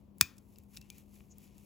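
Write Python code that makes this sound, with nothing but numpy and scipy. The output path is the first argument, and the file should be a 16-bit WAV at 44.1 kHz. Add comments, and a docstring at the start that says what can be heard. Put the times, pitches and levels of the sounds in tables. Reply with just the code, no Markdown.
"""A steel pocket watch, handled in cotton gloves close to a stereo microphone in a small, quiet room.
The crown snaps home with one sharp click that rings the case and jolts the hand. The loose bow and
the crown tick faintly while the gloves rub over the metal, and a finger squeaks once.
The watch sits left of centre, with a short room tail behind it and a low hum underneath."""
import sys
import numpy as np
from scipy import signal
from scipy.fft import rfft, irfft, next_fast_len
from scipy.io import wavfile
from scipy.ndimage import map_coordinates

SR = 44100
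rng = np.random.default_rng(int(sys.argv[2]) if len(sys.argv) > 2 else 0)


def generate_wav(signal):
    """Clip the signal to [-1, 1] and save it as 16-bit WAV at the path in sys.argv[1]."""
    frames = np.transpose(np.atleast_2d(signal))
    scaled = np.clip(frames, -1, 1) * 32767
    pcm = np.round(scaled).astype(np.int16)
    wavfile.write(sys.argv[1], SR, pcm)


N = 72765
T = np.arange(N) / SR


def amp(db):
    """Decibels to gain."""
    return 10 ** (np.asarray(db) / 20)


def unit(x):
    """Scale to rms 1."""
    return x / np.sqrt(np.mean(x ** 2) + 1e-20)


def along(points, hz):
    """Read (f/Hz, value) points on a log frequency axis."""
    freqs, values = np.transpose(points)
    return np.interp(np.log(hz + 1), np.log(freqs + 1), values)


def filtered(x, response):
    """Pass x through a response given as a function of f/Hz."""
    size = next_fast_len(N + 8192)
    return irfft(rfft(x, size) * response(np.fft.rfftfreq(size, 1 / SR)), size)[..., :x.shape[-1]]


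def noise(spectrum):
    """Noise of rms 1, coloured by (f/Hz, level/dB) points."""
    return unit(filtered(rng.standard_normal(N), lambda hz: amp(along(spectrum, hz))))


def wobble(rate):
    """A smooth random curve with `rate` knots a second."""
    return map_coordinates(rng.standard_normal(int(N * rate / SR) + 4), [T * rate])


def delayed(x, s):
    """x starting s seconds later."""
    return np.pad(x, (max(round(s * SR), 0), N))[:N]


def panned(points, hz):
    """Left and right gains from a level difference."""
    return amp(np.array([[.5], [-.5]]) * along(points, hz))


# spectrum of the quiet room at the microphone (f/Hz, level/dB)
ROOM_SPECTRUM = [(15, -45), (25, -26.5), (40, -6.5), (60, -1), (90, -3.5), (130, -5), (220, -9), (300, -11),
                 (450, -18), (700, -25.5), (1000, -26.5), (1500, -41.5), (3000, -42.5), (8000, -53.5),
                 (14000, -46.5), (16000, -50.5)]
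# how alike that noise is in the two channels (f/Hz, correlation)
ROOM_LIKENESS = [(50, .95), (150, 0.63), (500, 0.43), (1500, 0.33), (5000, 0.28)]
# the room tone leans to the left (f/Hz, left minus right/dB)
ROOM_BALANCE = [(50, 5), (100, 1), (200, 10), (500, 6), (1500, 4.5), (6000, 1)]

def room_tone(rumble_db=-61, hum_hz=202.1, hum_db=-62, waver_db=1):
    """All around the microphone: low rumble, faint hiss and a wavering hum."""
    def mid_side_gains(hz):
        angle = np.arccos(np.clip(along(ROOM_LIKENESS, hz), -1, 1)) / 2
        return np.array([np.cos(angle), np.sin(angle)])

    mid, side = filtered(np.array([noise(ROOM_SPECTRUM), noise(ROOM_SPECTRUM)]), mid_side_gains)
    rumble = amp(rumble_db) * np.array([mid + side, mid - side])
    hum = amp(hum_db + waver_db * wobble(13)) * np.sin(2 * np.pi * hum_hz * T + .5 * wobble(8.2))
    return filtered(rumble + hum, lambda hz: panned(ROOM_BALANCE, hz))


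# how hard the gloves rub (t/s, level/dB, lift above 7 kHz and cut below/dB)
GLOVE_STROKES = [(0, -82.5, 0.5), (0.139, -94, 0), (0.199, -75.5, 0.5), (.4, -79.5, 3), (.44, -81.5, 6),
                 (.54, -73.5, 2.5), (.6, -75, -2), (.68, -84.5, 5.5), (.75, -61, 0.5), (.795, -76, 0),
                 (.85, -72.5, -2), (.89, -74, -1.5), (.94, -67.5, -1), (0.986, -63, 1), (1.049, -78.5, 1.5),
                 (1.11, -74, 3), (1.161, -64.5, 2), (1.22, -73.5, 1), (1.28, -77, 3.5), (1.355, -76, -2.5),
                 (1.39, -70.5, 0), (1.444, -64.5, 1), (1.522, -75, -2), (1.58, -69, 0.5), (1.65, -69, 3.5)]
# cotton on steel from close up (f/Hz, level/dB)
COTTON_SPECTRUM = [(300, -30), (1000, -6.5), (1600, -7.5), (2500, 3.5), (3500, -3), (5000, -3.5),
                   (7000, 0.5), (10000, -2), (12000, 3), (14500, -1), (16000, -4.5)]
# a finger brushes the metal (t/s, half-length/s, f/Hz, half-width/Hz, level/dB)
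FINGER_SQUEAKS = [(1.318, 0.013, 6580, 553, -61)]

def gloves(grain_db=2, fibres_per_s=520):
    """Cotton slides over the case, brighter or duller as the grip shifts; a finger squeaks once."""
    times, levels, tilts = np.transpose(GLOVE_STROKES)
    tilt_db = np.interp(T, times, tilts)
    cloth = noise(COTTON_SPECTRUM)
    low = filtered(cloth, lambda hz: 1 / (1 + (hz / 7000) ** 4))
    pressure = amp(np.interp(T, times, levels) + grain_db * wobble(fibres_per_s))
    rub = (low * amp(-tilt_db) + (cloth - low) * amp(tilt_db)) * pressure
    for s, length, centre, width, db in FINGER_SQUEAKS:
        band = unit(filtered(rng.standard_normal(N), lambda hz: 1 / (1 + ((hz - centre) / width) ** 2)))
        rub += amp(db) * band * np.exp(-((T - s) / length) ** 2)
    return rub


# short-lived resonances of the watch (f/Hz, level/dB, T60/s)
CASE_MODES = [(420, -25, .012), (680, -30, 0.0097), (1183.5, -10, 0.0029), (1613, -11, 0.0036),
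              (2272, -13.5, 0.015), (2600, -8.5, 0.012), (3526, -6, .005), (4360, -10, .006),
              (5040, -3.5, 0.0031), (5744, -11, 0.0036), (6516, -9, .009), (7220, -6.5, .009),
              (8110, -2, 0.0062), (9230, -10.5, 0.0013), (9720, -9, 0.0072), (10660, -8.5, 0.0046),
              (11530, -8, 0.002), (13460, -7, .005), (12980, -4, 0.011), (15300, -10.5, 0.0081),
              (15480, -9.5, 0.0072)]
# its thin, lasting ring (f/Hz, level/dB, T60/s)
RING_MODES = [(2435, -21, 0.13), (2560, -27.5, 0.15), (3550, -42, 0.15), (4673, -38, 0.073),
              (6735, -42.5, 0.14), (6960, -41.5, 0.13), (14120, -36.5, 0.2), (15040, -32.5, .19)]
# the noisy crack of steel on steel from close up (f/Hz, level/dB)
CRACK_SPECTRUM = [(100, -29.5), (300, -5), (600, -10.5), (1100, -5.5), (3000, -3), (8000, -2.5),
                  (16000, -4.5)]

def steel_contact(chatter_s, ring_db=0, spread_db=0, pitch=1, crack_db=-4.5, crack_t60_s=.008):
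    """Metal chatters for an instant, then the crack and the case's modes die and a thin ring lingers."""
    t = T[:SR // 4]
    decay_s = np.maximum(t - chatter_s, 0)
    sine = lambda hz: np.sin(2 * np.pi * (pitch * hz * t + rng.random()))
    body = sum(amp(db + spread_db * rng.normal() - 60 * decay_s / t60) * sine(hz)
               for hz, db, t60 in CASE_MODES)
    ring = sum(amp(db + ring_db - 60 * t / t60) * sine(hz) for hz, db, t60 in RING_MODES)
    crack = amp(crack_db - 60 * decay_s / crack_t60_s) * noise(CRACK_SPECTRUM)[:len(t)]
    attack = 1 - np.exp(-t / .0002)
    return attack * (body + ring + crack)


# bow and crown tick near the microphone
# (t/s, level/dB, treble tilt/dB per octave, ring/dB, low cut/Hz, pitch ratio)
LOOSE_TICKS = [(0.1833, -58.5, 10.5, -36, 4070, 1), (.368, -65, 6, -9, 4000, 1),
               (0.3812, -55, 1.5, -5.5, 3000, 1), (0.3845, -57.5, 3, -4, 3060, 1),
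               (0.559, -61.5, -6.5, -0.5, 2400, 1.1), (.585, -53.5, 6.5, -0.5, 2540, 1),
               (.636, -68, 8, -10, 4000, 1), (.758, -67.5, 19.5, -12, 3000, 1),
               (.767, -49.5, -2.5, 1.5, 2200, 0.76), (0.7712, -41, -5.5, -6.5, 2270, 1.07),
               (0.7766, -55, -2, -23, 2180, 1.07), (.7824, -57, 6, -1, 2200, 1),
               (0.8121, -59, 7.5, -8, 3020, 1), (0.8146, -54, -5, 10, 2260, 1.1),
               (.825, -63, 1, -6, 2400, 1), (.9018, -41.5, -1.5, 4.5, 2120, .98),
               (0.9828, -56.5, 6, -5, 3100, 1), (1.1415, -63, 4, -7.5, 3000, 1),
               (1.162, -72.5, -6.5, 0.5, 700, 1), (1.206, -79, -17.5, -18, 700, 1.1),
               (1.3831, -55.5, 12, -2, 2200, 1), (1.581, -58, 2.5, 0.5, 2200, 1)]

def ticks():
    """Light touches of the loose parts, bright or dull, too weak to move the low resonances."""
    out = np.zeros(N)
    for s, db, tilt, ring_db, cut_hz, pitch in LOOSE_TICKS:
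        touch = delayed(steel_contact(chatter_s=.00091, ring_db=ring_db, spread_db=1, pitch=pitch), s)
        tilted = filtered(touch, lambda hz: amp(tilt * np.log2(np.maximum(hz, 2000) / 7000)))
        out += amp(db) * filtered(tilted, lambda hz: 1 - 1 / (1 + (hz / cut_hz) ** 4))
    return out


# the crown snaps home and rebounds, close to the microphone (t/s, level/dB, chatter/s)
CROWN_HITS = [(.2105, -13.5, 0.0018), (0.2237, -40, 0.0021)]

def crown_snap(scrape_db=-34, scrape_rise_s=.0031):
    """The stem scrapes up to its detent, jumps over it and chatters against its stop."""
    snap_s, snap_db, _ = CROWN_HITS[0]
    swell = np.exp(-np.abs(T - snap_s) / scrape_rise_s) * (T < snap_s)
    scrape = amp(snap_db + scrape_db) * swell * noise(CRACK_SPECTRUM)
    return scrape + sum(amp(db) * delayed(steel_contact(chatter), s) for s, db, chatter in CROWN_HITS)


# the snap as the room scatters it back (f/Hz, level/dB)
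SCATTER_SPECTRUM = [(300, -14), (800, -9), (1500, -4), (3000, 0.5), (7000, 2), (11000, -4), (16000, -5.5)]

def snap_scatter(relative_db=-37.5, t60_s=.34):
    """The snap leaves an even, diffuse hiss dying away in the room."""
    snap_s, snap_db, _ = CROWN_HITS[0]
    return delayed(amp(snap_db + relative_db - 60 * T / t60_s) * noise(SCATTER_SPECTRUM), snap_s)


# soft jolts of the watch in the hand (t/s, level/dB)
HAND_JOLTS = [(0.2125, -35.5), (0.7824, -51.5), (0.923, -64)]

def jolts(start_hz=356.4, end_hz=67.5, sag_s=.0067, rise_s=.0026, hold_s=.016, t60_s=.05):
    """The hand takes up each push with a thud of falling pitch."""
    hz = end_hz + (start_hz - end_hz) * np.exp(-T / sag_s)
    envelope = (1 - np.exp(-T / rise_s)) * amp(-60 * np.maximum(T - hold_s, 0) / t60_s)
    thud = -envelope * np.sin(2 * np.pi * np.cumsum(hz) / SR)
    return sum(amp(db) * delayed(thud, s) for s, db in HAND_JOLTS)


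# the small room's decay, longest in the bass (f/Hz, T60/s)
ROOM_DECAY = [(200, 0.67), (2500, .33), (7000, 0.17), (15000, 0.077)]

def reflections(x, early_db=-18.5, early_t60_s=.025, bounce_s=.018, bounce_db=-30, tail_db=-27):
    """The room answers with scatter from things nearby, a bounce off a near surface and a short tail."""
    hz, t, spectrum = signal.stft(rng.standard_normal(SR // 2), SR, nperseg=256)
    decay = amp(-60 * t / along(ROOM_DECAY, hz)[:, None])
    tail = signal.istft(spectrum * decay, SR, nperseg=256)[1]
    early = rng.standard_normal(len(tail)) * amp(-60 * T[:len(tail)] / early_t60_s)
    response = amp(tail_db) * tail / np.linalg.norm(tail) + amp(early_db) * early / np.linalg.norm(early)
    return delayed(signal.fftconvolve(x, response), .002) + amp(bounce_db) * delayed(x, bounce_s)


# the watch at the microphone's two ports, mostly to the left (f/Hz, left minus right/dB)
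WATCH_BALANCE = [(80, 1.5), (250, -1.5), (600, 15.5), (1200, 8.5), (2400, 7.5), (3500, 4), (5000, 8),
                 (7000, 2), (8500, 0)]
# phase between the ports (f/Hz, left lead/rad)
PORT_PHASE = [(60, 0), (400, 1), (1100, 0), (1700, 1.5), (2500, 0), (4500, .5), (6900, 0), (8950, -3.14),
              (10900, -6.28), (13200, -9.42), (15300, -12.6), (16600, -15.7)]

def microphone_ports(hz):
    """From close by, the watch reaches the two ports with different level and phase."""
    return panned(WATCH_BALANCE, hz) * np.exp(np.array([[.5j], [-.5j]]) * along(PORT_PHASE, hz))


def scene():
    """At the microphone: the watch up close, its reflections behind and room tone underneath."""
    watch = crown_snap() + snap_scatter() + ticks() + jolts() + gloves()
    return filtered(watch + reflections(watch), microphone_ports) + room_tone()


def record(dry):
    """The recorder rounds off the highest peaks and keeps nothing above its band limit."""
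    ceiling, top_hz = .59, 16500
    rounded = dry / (1 + np.abs(dry / ceiling) ** 6) ** (1 / 6)
    return filtered(rounded, lambda hz: hz < top_hz)


dry = scene()
out = record(dry)
generate_wav(out)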